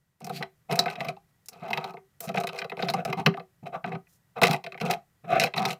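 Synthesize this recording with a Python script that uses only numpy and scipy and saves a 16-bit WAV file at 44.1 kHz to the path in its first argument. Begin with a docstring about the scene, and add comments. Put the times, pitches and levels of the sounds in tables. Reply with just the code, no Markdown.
"""Brush handles on a hollow table

A quiet bedroom; a small camera stands on the table top where fingers roll and push makeup brush handles.
Handles clack and metal ferrules clink: short contacts ringing resonant modes, each with a bright tick.
Rolling is bursty noise that rings and thumps the table top, with chatter and rasp from the handles.
Nails and skin slide as hissing grain with broad whistles; room rumble and microphone hiss lie beneath.
"""
import sys
import numpy as np
from scipy import signal
from scipy.fft import rfft, irfft, next_fast_len
from scipy.io import wavfile

SR = 44100
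rng = np.random.default_rng(int(sys.argv[2]) if len(sys.argv) > 2 else 0)


def int16_out(signal):
    """Quantize to a 16-bit WAV file."""
    q = np.round(np.clip(np.atleast_2d(signal).T, -1, 1) * 32767)
    wavfile.write(sys.argv[1], SR, q.astype(np.int16))


N = 255708  # samples in the scene


def gain_of(db):
    """Decibels to an amplitude factor."""
    return 10 ** (np.asarray(db) / 20)


def evened(x):
    """Scales to rms 1."""
    return x / np.sqrt(np.mean(x ** 2) + 1e-20)


def peaked(x):
    """Scales to peak 1."""
    return x / (abs(x).max() + 1e-12)


def coloured(x, points):
    """Filters by a spectrum of (f/Hz, level/dB) points, joined by straight lines over log frequency."""
    hz, db = np.transpose(points)
    size = next_fast_len(x.shape[-1])
    log_hz = np.log(np.fft.rfftfreq(size, 1 / SR) + 1)
    gain = gain_of(np.interp(log_hz, np.log(hz), db))
    return irfft(rfft(x, size) * gain, size)[..., :x.shape[-1]]


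def rung(force, modes):
    """A force rings the modes of a body; each level is the height of a resonance peak."""
    out = np.zeros(len(force))
    for k, (hz, width, db) in enumerate(modes):
        r = np.exp(-np.pi * width / SR)  # a wider mode dies sooner
        pole = r * np.exp(2j * np.pi * hz / SR)
        mode = signal.lfilter([1 - r], [1, -pole], force).imag
        out += (-1) ** k * gain_of(db) * mode
    return out


def varied(modes, tune, height, spread_db):
    """No two contacts ring a body alike: pitches and heights of its modes shift a little."""
    hz, width, db = np.transpose(modes)
    count = len(hz)
    return np.transpose([hz * (1 + .018 * tune[:count]), width, db + spread_db * height[:count]])


def tinted(points, shifts, spread_db):
    """Shifts the levels of a spectrum's points at random."""
    return [(hz, db + spread_db * shift) for (hz, db), shift in zip(points, shifts)]


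def dulled(force, hz):
    """A softer contact lasts longer and so loses its treble."""
    lowpass = signal.butter(3, np.clip(hz, 2000, SR / 3), fs=SR, output="sos")
    return signal.sosfilt(lowpass, force)


def bumps(per_s, spread_db, length_s):
    """Uneven rubbing or rolling force: noise in short bursts of random size."""
    size = gain_of(spread_db * np.minimum(rng.exponential(1, N), 4))
    starts = size * (rng.random(N) < per_s / SR)
    swell = signal.lfilter([1], [1, -np.exp(-1 / (length_s * SR))], starts)
    return swell * rng.standard_normal(N)


def touch(length_s, attack_s, fade_db_per_s):
    """The envelope of one touch: rise, hold, then an even fade in dB."""
    t = np.arange(round(.3 * SR + length_s * SR)) / SR  # leaves 0.3 s for the fade
    rise = np.sin(np.pi / 2 * np.minimum(t / attack_s, 1)) ** 2
    return rise * gain_of(-fade_db_per_s * np.maximum(t - length_s, 0))


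# spectrum of the room and microphone noise: f/Hz, relative level/dB
HUSH_SPECTRUM = [(30, -12), (158, 5), (248, -13), (1270, -19.5), (3970, -26), (11100, -26), (15200, -25.5),
                 (16500, -50.5)]
# a faint fuzzy tone in the hush: f/Hz, width/Hz, level/dB re hush
WHINE_TONE = [(1930, 31, -17)]


def hush(level_db=-68.5):
    """Room rumble and microphone hiss with a faint tone of narrow-band noise, lower at the very start."""
    whine = gain_of(WHINE_TONE[0][2]) * evened(rung(rng.standard_normal(N), WHINE_TONE))
    noise = evened(coloured(rng.standard_normal(N), HUSH_SPECTRUM))
    rise_db = np.interp(np.arange(N) / SR, [.18, .3], [-5.5, 0])
    return gain_of(level_db + rise_db) * (noise + whine)


def bedroom(x, t60=0.16):
    """A short soft tail of sparse random reflections, duller than the direct sound."""
    t = np.arange(SR // 2) / SR
    signs = rng.choice([-1., 1.], len(t))
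    taps = signs * (rng.random(len(t)) < 1 / 20) * gain_of(-60 * t / t60)
    taps = coloured(taps, [(1000, -1.5), (12000, -12.0)])
    return signal.oaconvolve(x, taps / np.linalg.norm(taps))[:N]


# bright spectrum of slides, ticks and rasp: f/Hz, level/dB
TICK_SPECTRUM = [(3000, -13), (5200, 1), (10500, 0), (15000, -0.5), (16300, -26)]
# nails and skin along the handles: start t/s, rise/s, length/s, hiss level/dB, whistle level/dB re hiss
SLIDE_TOUCHES = [(0.306, 0.082, 0.068, -47.5, 7), (2.202, 0.0035, 0.055, -48.5, -22),
                 (4.063, 0.038, 0.1, -67.5, -19)]
# broad whistles in a slide, rung twice over: f/Hz, width/Hz and level/dB of one pass
WHISTLE_MODES = [(2240, 1100, -1), (4670, 910, 0)]


def sliding(fade_db_per_s=604):
    """Nails and skin slide: dense grain is a bright hiss and rings broad whistles."""
    grain = bumps(per_s=5000, spread_db=1.5, length_s=.003)
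    hiss = evened(coloured(grain, TICK_SPECTRUM))
    whistle = evened(rung(rung(grain, WHISTLE_MODES), WHISTLE_MODES))
    out = np.zeros(N)
    for s, rise_s, length_s, db, whistle_db in SLIDE_TOUCHES:
        shape = gain_of(db) * touch(length_s, rise_s, fade_db_per_s)
        now = slice(round(s * SR), round(s * SR) + len(shape))
        out[now] += shape * (hiss[now] + gain_of(whistle_db) * whistle[now])
    return out


# modes of the brush handles: f/Hz, width/Hz, level/dB
HANDLE_MODES = [(1507, 93, -7.5), (2074, 190, 1), (2574, 188, 3), (3150, 390, -6.5), (3948, 280, -1.5),
                (5310, 1100, -10.5)]


def knocking(count=5):
    """Small knocks of several handles, each with its own ring (chatter) and bright edge (rasp)."""
    ring, edge = np.zeros(N), np.zeros(N)
    for tune, height, tints in rng.standard_normal((count, 3, len(HANDLE_MODES))):
        force = bumps(per_s=60, spread_db=2.5, length_s=.002)
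        ring += rung(force, varied(HANDLE_MODES, tune, height, spread_db=5.0))
        edge += coloured(force, tinted(TICK_SPECTRUM, tints, spread_db=5.0))
    return evened(ring), evened(edge)


# low thump of the hollow table top: f/Hz, width/Hz, level/dB
THUMP_MODES = [(139.2, 28.5, 3.5), (170.5, 50.4, 4), (241.6, 92.5, -6.5)]
# ring of the table top: f/Hz, width/Hz, level/dB
RING_MODES = [(381.9, 8.3, -2.5), (470.5, 47, -5), (690.6, 61.2, 3), (774, 73, 2.5), (1233, 128, -9.5)]
# handles rolled under the fingers: start t/s, length/s, table ring level/dB, thump level/dB re ring,
# hardness (0 soft, 1 hard; more than 1 chatters and rasps louder still)
ROLL_TOUCHES = [(0.2, 0.2, -51, 7.5, 0.7), (0.403, 0.0095, -33, -9.5, 0.1), (0.684, 0.055, -25, -5.5, 0.21),
                (0.762, 0.076, -33, -12.5, 0.58), (0.86, 0.075, -38.5, -12.5, 0.64),
                (0.955, 0.15, -37.5, -3.5, 0.41), (1.513, 0.1, -54.5, 1.5, 0.7),
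                (1.61, .085, -38, -3, 0.49), (1.693, 0.21, -40, -8.5, 0.47),
                (2.203, 0.055, -39.5, -20.5, 0), (2.272, 0.039, -41, 3.5, 0.98),
                (2.34, 0.072, -33, -7.5, 0.78), (2.521, 0.085, -38.5, -17, 0.74),
                (2.776, 0.13, -35, 0.5, 0.69), (2.921, 0.086, -31.5, -6.5, 0.1),
                (3.065, 0.042, -32.5, -0.5, 0.4), (3.167, 0.039, -30.5, -1, 0.5),
                (3.253, 0.033, -37.5, 15.5, 0.6), (3.626, 0.011, -50, 18, 0.3),
                (3.654, 0.018, -32.5, -7.5, 0.48), (3.719, 0.036, -28, -11.5, 0.01),
                (3.835, 0.06, -41, 5.5, 0.51), (3.901, 0.045, -37, 6, 0.2), (4.352, 0.036, -34, -8, 0.24),
                (4.413, 0.082, -26.5, -3, 1), (4.493, .07, -36, 0.5, 0.68), (4.806, 0.094, -32.5, -2, 0.75),
                (4.896, 0.044, -27.5, -10, 0.73), (5.233, 0.024, -44.5, 10.5, 0.21),
                (5.264, .12, -20.5, -18, 0.14), (5.395, 0.073, -31.5, -5, 0.97),
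                (5.556, 0.12, -27, -8.5, 0.72), (5.677, 0.051, -39, -4, 1.6)]


def rolling():
    """Handles roll and shake the table top; harder contacts chatter and rasp more and brighter."""
    chatter_soft_db, chatter_hard_db = -14.5, -2.5  # re table ring, at hardness 0 and 1
    rasp_soft_db, rasp_hard_db = -35.5, -17  # likewise
    table_fade, handle_fade = 502.5, 1099.5  # dB/s: the handles fall silent sooner than the table top
    load = bumps(per_s=1500, spread_db=1.3, length_s=.006)
    thump = evened(rung(bumps(per_s=250, spread_db=1.2, length_s=.01), THUMP_MODES))
    hard, rasp = knocking()
    soft = evened(rung(dulled(load, hz=2980), HANDLE_MODES))
    out = np.zeros(N)
    chance = rng.standard_normal((len(ROLL_TOUCHES), 2, len(RING_MODES)))
    for (s, length_s, db, thump_db, hardness), (tune, height) in zip(ROLL_TOUCHES, chance):
        share = np.clip(hardness, 0, 1)
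        # soft contacts swell over much of their length, hard ones start almost at once
        rise_s = 0.006 + 0.9 * length_s * (1 - share) ** 2
        table_shape = gain_of(db) * touch(length_s, rise_s, table_fade)
        handle_shape = gain_of(db) * touch(length_s, rise_s, handle_fade)
        now = slice(round(s * SR), round(s * SR) + len(table_shape))

        chatter_db = chatter_soft_db + (chatter_hard_db - chatter_soft_db) * hardness
        rasp_db = rasp_soft_db + (rasp_hard_db - rasp_soft_db) * hardness
        chatter = share * hard[now] + (1 - share) * soft[now]
        handles = gain_of(chatter_db) * chatter + gain_of(rasp_db) * rasp[now]

        ring = evened(rung(load[now], varied(RING_MODES, tune, height, spread_db=3.5)))
        table = ring + gain_of(thump_db) * thump[now]
        out[now] += table_shape[:len(table)] * table + handle_shape[:len(table)] * handles
    return out


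def add(mix, s, sound):
    """Mixes a sound in at a time in seconds."""
    part = mix[round(s * SR):][:len(sound)]
    part += sound[:len(part)]


def struck(rows, body):
    """A snap and a rough contact ring a body, each time a little differently, and push the table top."""
    snap_s, contact_s, scrape_s, push_s = 0.00008, 0.0079, 0.0059, 0.0042
    grit_db, thump_db = -11, -14  # grit re snap, thump re table ring
    out, t = np.zeros(N), np.arange(5000) / SR
    chance = rng.standard_normal((len(rows), 5, 10))
    noises = rng.standard_normal((len(rows), 3, len(t)))
    for row, shifts, (grit, hiss, rough) in zip(rows, chance, noises):
        s, db, tick_db, ring_db = row
        tune, height, table_tune, table_height, tints = shifts
        force = np.exp(-t / snap_s) + gain_of(grit_db) * grit * np.exp(-(t / contact_s) ** 2)
        force = dulled(force, 14000 * gain_of(0.48 * tick_db))  # a stronger tick, a harder contact
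        sound = peaked(rung(force, varied(body, tune, height, spread_db=2.0)))

        scrape = np.exp(-t / scrape_s)  # the tick starts sharply and leaves a short scrape
        tick = coloured(hiss, tinted(TICK_SPECTRUM, tints, spread_db=4.5)) * scrape
        sound += gain_of(tick_db) * peaked(tick)

        push = rough * t * np.exp(-t / push_s)  # the table top is loaded more slowly
        table = peaked(rung(push, varied(RING_MODES, table_tune, table_height, spread_db=2.5)))
        table += gain_of(thump_db) * peaked(rung(push, THUMP_MODES))
        add(out, s, gain_of(db) * (sound + gain_of(ring_db) * table))
    return out


# modes of the metal ferrules: f/Hz, width/Hz, level/dB
FERRULE_MODES = [(2240, 600, 0.5), (3930, 370, 9.5), (5100, 1570, 1.5)]
# clinks: t/s, ferrule peak level/dB, bright tick level/dB re peak, table ring level/dB re peak
CLINK_EVENTS = [(0.791, -6.5, -7.5, -9), (1.459, -62, 23.5, -29), (1.531, -40.5, -12, -3.5),
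                (2.8244, -18.5, -27, 0.5), (2.8857, -17.5, -20.5, -4.5), (2.8998, -17.5, -11.5, -11.5),
                (5.5782, -15, -25.5, -11), (5.6529, -12, -13.5, -11), (5.7056, -25, -20, -21)]


def clinks():
    """Metal ferrules are struck and ring their own modes."""
    return struck(CLINK_EVENTS, FERRULE_MODES)


# clacks: t/s, handle peak level/dB, bright tick level/dB re peak, table ring level/dB re peak
CLACK_EVENTS = [(0.2044, -52.5, 7, 12.5), (0.245, -38.5, 13, 1.5), (0.2673, -37.5, 2.5, 10),
                (0.2952, -31.5, -7.5, 8.5), (0.4257, -19.5, -21.5, -10), (0.712, -20.5, -16, -3),
                (0.7244, -21.5, -4.5, -8.5), (0.7562, -25.5, -2.5, -6), (0.8584, -20.5, -22.5, 2.5),
                (0.8807, -23, -36, -3), (0.9, -26.5, -15, -11.5), (0.955, -30, -22, -7.5),
                (1.0055, -17.5, -22, -4), (1.0478, -30.5, -7.5, -0.5), (1.0853, -21, -13, -4),
                (1.166, -49.5, -17, 12), (1.4853, -44.5, 20, -6), (1.557, -50, -17, 8),
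                (1.7048, -29, -8, 7.5), (1.7314, -12.5, -23.5, -11.5), (1.7741, -17.5, -18.5, -2),
                (1.8417, -22.5, -18, -3.5), (1.9375, -45, -13, 12), (1.97, -36, -51, -0.5),
                (2.205, -54.5, 31.5, 17.5), (2.29, -29, -7, 7.5), (2.3434, -29, -56, 5.5),
                (2.3722, -18.5, -27, -1), (2.4014, -40, 8.5, 12), (2.4363, -24.5, -11, 4),
                (2.471, -21.5, -8.5, -5.5), (2.49, -24, -18, -4), (2.588, -21, -11, -47),
                (2.617, -23.5, -25, -4.5), (2.6439, -30, -20, 3), (2.6972, -26, -20, -9.5),
                (2.718, -27, -30.5, 2.5), (2.7696, -30.5, -21, 3), (2.7923, -26.5, -37, -4),
                (2.9374, -21, -10, 6.5), (3.05, -24, -5.5, 5), (3.1267, -20.5, -16, 0),
                (3.2615, -5.5, -20.5, -6), (3.34, -31, -35, 2.5), (3.371, -35.5, -17, 9),
                (3.397, -37, -23.5, 6.5), (3.8421, -24, -55.5, 2.5), (3.875, -32.5, -36, 4),
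                (3.9194, -30.5, -35.5, 2), (3.9499, -32, -29, 3.5), (4.07, -51, -63.5, -19),
                (4.4163, -11.5, -14, 1.5), (4.4331, -5, -9.5, -5), (4.4518, -16.5, -20.5, -14.5),
                (4.469, -17.5, -5, -21.5), (4.5101, -15, -7.5, -6.5), (4.5311, -19.5, -5.5, 2),
                (4.544, -19, -19.5, -8.5), (4.64, -29, -17, -4.5), (4.664, -25, -22, -4.5),
                (4.721, -29, -20.5, -9), (4.7442, -30, -46, -3.5), (4.7766, -30.5, -24, -9),
                (4.801, -28.5, -15, -9), (4.811, -24, -15, -9.5), (4.909, -16, -6, -5.5),
                (5.398, -9, -8, -26.5), (5.4164, -16, -19, -3.5), (5.4365, -10.5, -12, -7.5),
                (5.47, -25, -29, -4), (5.538, -22, -26, -3)]


def clacks():
    """Handle strikes handle, ringing the handle modes."""
    return struck(CLACK_EVENTS, HANDLE_MODES)


def scene():
    """Everything reaches both channels alike; the table passes little deep bass to the microphone."""
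    brushes = coloured(clacks() + clinks() + rolling(), [(50, -17), (125, -1.5)])
    mix = brushes + gain_of(-16.5) * bedroom(brushes) + sliding() + hush()
    return np.array([mix, mix])


# a broad boost and a narrow dip in the left channel alone: f/Hz, width/Hz, level/dB
LEFT_BANDS = [(1570, 520, 4.5), (9670, 710, -8)]


def record(dry):
    """The left channel has a broad boost near 1.6 kHz and a narrow dip near 9.7 kHz; both end at 16.7 kHz."""
    left = dry[0]
    for hz, width, db in LEFT_BANDS:
        band = signal.butter(1, [hz - width / 2, hz + width / 2], "bandpass", fs=SR, output="sos")
        left = left + (gain_of(db) - 1) * signal.sosfiltfilt(band, left)
    edge = signal.firwin(511, 16700, window=("kaiser", 9), fs=SR)  # lowpass of both channels
    return signal.oaconvolve(np.array([left, dry[1]]), edge[None], "same")


dry = scene()
out = record(dry)
int16_out(out)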